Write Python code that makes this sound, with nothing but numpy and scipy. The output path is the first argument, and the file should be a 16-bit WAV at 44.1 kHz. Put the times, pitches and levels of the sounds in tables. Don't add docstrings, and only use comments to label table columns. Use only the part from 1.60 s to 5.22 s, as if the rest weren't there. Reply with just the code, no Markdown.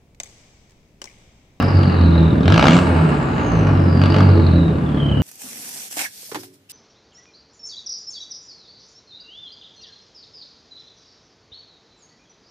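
import sys
import numpy as np
from scipy import signal
from scipy.fft import rfft, irfft, next_fast_len
from scipy.io import wavfile
from scipy.ndimage import map_coordinates

SR = 44100
rng = np.random.default_rng(int(sys.argv[2]) if len(sys.argv) > 2 else 0)


def generate_wav(signal):
    frames = np.transpose(np.atleast_2d(signal))
    scaled = np.clip(frames, -1, 1) * 32767
    pcm = np.round(scaled).astype(np.int16)
    wavfile.write(sys.argv[1], SR, pcm)


N = 159642

# time in seconds, firings per second.
FIRING_RATE = [(0.0, 49.79), (0.1, 47.05), (0.24, 46.47), (0.42, 42.41), (0.66, 39.92), (0.79, 38.42),
               (0.87, 42.67), (0.97, 56.76), (1.08, 75.87), (1.15, 88.1), (1.21, 89.48), (1.46, 77.46),
               (1.75, 62.95), (2.07, 48.95), (2.33, 43.97), (2.43, 46.91), (2.63, 48.28), (2.88, 43.5),
               (3.15, 38.5), (3.4, 35.3), (3.62, 34.6)]
# time in seconds, then dB before trim for harmonics 1 to 4 of the firing rate.
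HARMONIC_LEVELS = [(0.0, -31, -28, -31, -36), (0.18, -32, -10, -23, -29), (0.3, -37, -20, -27, -27),
                   (0.42, -40, -14, -34, -24), (0.65, -41, -19, -27, -17), (0.71, -41, -27, -27, -27),
                   (0.83, -41, -28, -27, -23), (0.89, -42, -12, -26, -23), (0.95, -33, -17, -13, -27),
                   (1.01, -25, -30, -23, -23), (1.13, -23, -12, -18, -20), (1.25, -15, -21, -27, -33),
                   (1.42, -30, -14, -26, -30), (1.6, -26, -23, -30, -32), (1.72, -36, -39, -37, -30),
                   (1.96, -25, -20, -22, -27), (2.02, -29, -16, -18, -37), (2.26, -37, -17, -30, -25),
                   (2.37, -37, -19, -23, -33), (2.43, -34, -13, -17, -23), (2.55, -33, -22, -33, -29),
                   (2.61, -39, -11, -15, -22), (2.91, -39, -15, -31, -26), (3.2, -43, -37, -37, -27),
                   (3.44, -41, -29, -26, -20), (3.62, -42, -27, -24, -28)]
HARMONIC_TRIMS = [-6.5, 0.37, -1, -1]
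CYLINDER_DB = [0.85, 0.48, 1.5, -1.8]
# time in seconds, rumble in dB, rasp in dB.
EXHAUST_LEVELS = [(0, -18.5, -25), (.25, -21, -29), (.55, -17, -28.5), (.82, -16.5, -32),
                  (.92, -13.5, -22.5), (1.12, -19.5, -31.5), (1.26, -19.5, -27), (1.5, -22, -27.5),
                  (1.72, -24, -29.5), (1.95, -19.5, -26), (2.3, -18.5, -29.5), (2.58, -14.5, -25.5),
                  (2.72, -18, -30.5), (3.02, -18.5, -32.5), (3.2, -24.5, -33.5), (3.62, -18.5, -33)]
# time in seconds, pitch in Hz, dB before the pipe, width as a share of pitch.
WHISTLE_PATH = [(0, 5150, -35.5, 0.078), (.2, 4596, -34.5, 0.08), (.4, 4187, -37, 0.09),
                (.62, 3800, -34, 0.061), (.8, 3527, -52.5, 0.053), (.9, 3750, -35, 0.28),
                (1.02, 5155, -32, .17), (1.16, 7320, -29.5, 0.13), (1.26, 8600, -45, 0.1),
                (1.5, 7970, -43, 0.15), (1.7, 7040, -48, .07), (1.9, 6330, -38, 0.035),
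                (2.15, 5376, -43.5, 0.043), (2.4, 4636, -36, 0.041), (2.6, 4600, -36, 0.095),
                (2.88, 4080, -38.5, .08), (3.02, 3880, -39.5, 0.044), (3.2, 3503, -55, 0.047),
                (3.45, 3100, -38, .035), (3.62, 2900, -42, .035)]
# frequency in Hz, gain in dB.
PIPE_GAIN = [(1500, -14.5), (2800, 6), (3080, 6), (3400, -3), (3850, 1.5), (4250, -8), (4700, -3.5),
             (5600, -16), (6400, -9.5), (7300, -11), (8300, -12), (10000, -14.5), (13000, -25.5)]
# start in seconds, level in dB, ring in Hz, ring boost in dB.
FUEL_POPS = [(.027, -21, 1300, 13.5), (.232, -23.5, 2900, 10.5), (1.188, -23.5, 12600, 23.5),
             (2.563, -10.5, 550, 17.5), (2.605, -14, 1300, 11)]
# start and end in seconds, crack level at each in dB.
THROTTLE_BLIPS = [(0.882, 1.077, -20, -17), (1.11, 1.193, -20.5, -22.5), (2.437, 2.458, -26.5, -29.5),
                  (2.538, 2.594, -26, -30)]
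# frequency in Hz, relative level in dB.
RUMBLE_SPECTRUM = [(20, -32.5), (42, -46.5), (54, -6.5), (70, -8.5), (90, -3.5), (118, -5), (145, -1),
                   (175, 1.5), (205, -5), (235, -1), (285, -7), (340, -3), (380, -17), (415, -10.5),
                   (470, -18), (530, -12.5), (700, -28), (1500, -54), (4000, -92)]
RASP_SPECTRUM = [(100, -19), (350, -1), (550, 0.5), (750, 1), (1050, -1), (1400, -1.5), (1800, -9),
                 (2300, -11.5), (2900, -11.5), (3400, -22), (4000, -18.5), (4900, -24.5), (5800, -37),
                 (8500, -44), (10500, -62), (16000, -62.5)]
ROOM_SPECTRUM = [(20, -8), (60, -2), (300, 3.5), (2000, -35.5), (5500, -36), (8700, -32.5), (10500, -45),
                 (15500, -47.5)]
CRACK_SPECTRUM = [(100, -25), (400, 3), (570, 8), (720, 4.5), (950, 1), (1350, 6.5), (1750, -3.5),
                  (2100, -2), (3100, -2), (4200, -10), (5300, -13), (6500, -24), (8500, -28.5),
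                  (10200, -43.5), (15500, -46)]
# frequency in Hz, seconds to fall 60 dB.
HALL_DECAY = [(100, 2.1), (1000, 0.65), (4000, 0.36), (10000, 0.87)]
# hall send in dB, side trim in dB.
PLACEMENT = [(0.5, 2), (2.5, -0.5), (-3.5, -5.5), (-10.5, -10.5), (-8, -4.5)]
# frequency in Hz, side gain in dB.
SIDE_GAIN = [(60, -20.5), (125, -24), (250, -15), (500, -7.5), (1000, 0), (2000, -0.5), (4000, -6.5),
             (8000, 0.5), (14000, 3.5)]
# frequency in Hz, left over right in dB.
LEFT_OVER_RIGHT = [(60, -4.5), (110, 1), (210, -1), (400, -1), (750, -1), (1410, 2.5), (2660, -0.5),
                   (5000, -2.0), (9400, 3)]


def amp(db):
    return 10 ** (np.asarray(db) / 20)


def unit(x):
    return x / np.sqrt(np.mean(x ** 2) + 1e-20)


def along(points, hz):
    freqs, values = np.transpose(points)
    return np.interp(np.log(hz + 1), np.log(freqs + 1), values)


def curves(rows):
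    times, *columns = np.transpose(rows)
    return [np.interp(np.arange(N) / SR, times, column) for column in columns]


def wobble(rate):
    return map_coordinates(rng.standard_normal(int(N * rate / SR) + 4), [np.arange(N) * rate / SR])


def noise():
    return rng.standard_normal((2, N))


def filtered(x, response):
    size = next_fast_len(N + SR // 2)
    return irfft(rfft(x, size) * response(np.fft.rfftfreq(size, 1 / SR)), size)[..., :N]


def coloured(x, spectrum, size=16384):
    cepstrum = irfft(np.log(amp(along(spectrum, np.fft.rfftfreq(size, 1 / SR)))))
    cepstrum[1:size // 2] *= 2
    cepstrum[size // 2 + 1:] = 0
    impulse = irfft(np.exp(rfft(cepstrum)))
    return signal.fftconvolve(x, impulse[None], axes=1)[:, :N]


def puffs(firings, rate, attack_s, decay_s, steady, scatter_db):
    age = (firings % 1) / rate
    index = firings.astype(int)
    size_db = np.take(CYLINDER_DB, index % len(CYLINDER_DB)) + scatter_db * rng.standard_normal(SR)[index]
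    pulses = amp(size_db) * (1 - np.exp(-age / attack_s)) * np.exp(-age / decay_s)
    return unit(unit(pulses) + steady)


def drone(firings):
    tone = np.zeros(N)
    for harmonic, (level_db, trim_db) in enumerate(zip(curves(HARMONIC_LEVELS), HARMONIC_TRIMS), 1):
        rms = amp(level_db + trim_db + 1.83 * wobble(23))
        phase = 2 * np.pi * harmonic * (firings - .08) + wobble(11) / 10
        tone -= np.sqrt(2) * rms * np.cos(phase)
    return np.array([tone, tone])


def rumble(firings, rate, level_db, rough=0.72, scatter_db=4.5):
    kicks = np.diff(np.floor(firings), prepend=0) * amp(scatter_db * noise())
    flow = puffs(firings, rate, attack_s=0.00027, decay_s=0.0057, steady=0.076, scatter_db=1.5)
    pressure = unit(kicks / np.sqrt(rate)) + rough * unit(flow * noise())
    return amp(level_db) * unit(coloured(pressure, RUMBLE_SPECTRUM))


def rasp(firings, rate, level_db):
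    flow = puffs(firings, rate, attack_s=0.00045, decay_s=0.0051, steady=0.99, scatter_db=3)
    return amp(level_db) * unit(coloured(flow * noise(), RASP_SPECTRUM))


def turbo(firings, rate, core=.7, skirt=2.0, skirt_db=-7, sweep=2.0):
    pitch, level_db, width = curves(WHISTLE_PATH)
    kick = np.minimum(sweep * width, .14) * (.5 - firings % 1)
    phase = 2 * np.pi * np.cumsum(pitch * (1 + kick)) / SR

    def band(share):
        knots = np.cumsum(share * pitch) * 2 / SR
        i, q = [map_coordinates(row, [knots], order=1) for row in noise()]
        return unit(i * np.cos(phase) + q * np.sin(phase))
    whistle = np.array([band(core * width) + amp(skirt_db) * band(skirt * width) for _ in range(2)])
    flow = puffs(firings, rate, attack_s=0.0009, decay_s=0.0085, steady=0.96, scatter_db=4.5)
    return filtered(amp(level_db) * flow * whistle, lambda hz: amp(along(PIPE_GAIN, hz)))


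def room_tone(level_db=-38):
    return amp(level_db) * unit(coloured(noise(), ROOM_SPECTRUM))


def pops(decay_s=.006, ring_share=.25):
    t, out = np.arange(N) / SR, np.zeros((2, N))
    for start, level_db, ring_hz, ring_db in FUEL_POPS:
        boost_db = lambda hz: ring_db / (1 + ((hz / ring_hz - 1) / ring_share) ** 2)
        bang = unit(filtered(noise(), lambda hz: amp(along(CRACK_SPECTRUM, hz) + boost_db(hz))))
        envelope = (t > start) * np.exp(-np.abs(t - start) / decay_s)
        out += amp(level_db) * envelope * bang
    return out


def cracks(firings, rate, rise_s=0.037, release_s=0.0073):
    t, load = np.arange(N) / SR, np.zeros(N)
    for start, end, start_db, end_db in THROTTLE_BLIPS:
        gate = np.exp(-np.maximum(start - t, 0) / rise_s - np.maximum(t - end, 0) / release_s)
        load += gate * amp(np.interp(t, [start, end], [start_db, end_db]))
    bursts = puffs(firings, rate, attack_s=0.0018, decay_s=0.0017, steady=0.079, scatter_db=-2.5)
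    return load * unit(coloured(bursts * noise(), CRACK_SPECTRUM))


def garage(layers):
    hz, t, spectra = signal.stft(rng.standard_normal((2, SR)), SR, nperseg=256)
    decay = amp(-60 * t / along(HALL_DECAY, hz)[:, None])
    tail = signal.istft(spectra * decay, SR, nperseg=256)[1]
    tail /= np.sqrt(np.mean(np.abs(rfft(tail))[:, :SR // 10] ** 2))
    direct = send = 0
    for layer, (send_db, side_db) in zip(layers, PLACEMENT):
        placed = layer * amp([[0], [side_db]]) / np.hypot(1, amp(send_db))
        direct += placed
        send += placed * amp(send_db)
    lead_in = np.pad(send, ((0, 0), (SR // 2, 0)), mode="reflect")
    return direct + signal.fftconvolve(lead_in, tail, axes=1)[:, SR // 2:][:, :N]


def spread(pair):
    side = filtered(pair[1], lambda hz: amp(along(SIDE_GAIN, hz)))
    return np.array([pair[0] + side, pair[0] - side])


def scene():
    rate, = curves(FIRING_RATE)
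    firings = np.cumsum(rate) / SR
    rumble_db, rasp_db = curves(EXHAUST_LEVELS)
    car = garage([rumble(firings, rate, rumble_db), rasp(firings, rate, rasp_db),
                  cracks(firings, rate), pops(), turbo(firings, rate)])
    mix = drone(firings) + spread(car + room_tone())
    return filtered(mix, lambda hz: amp(np.outer([.5, -.5], along(LEFT_OVER_RIGHT, hz))))


def record(dry):
    rounded = dry / (1 + np.abs(dry) ** 6) ** (1 / 6)
    return filtered(rounded, lambda hz: hz < 15800)


dry = scene()
out = record(dry)
generate_wav(out)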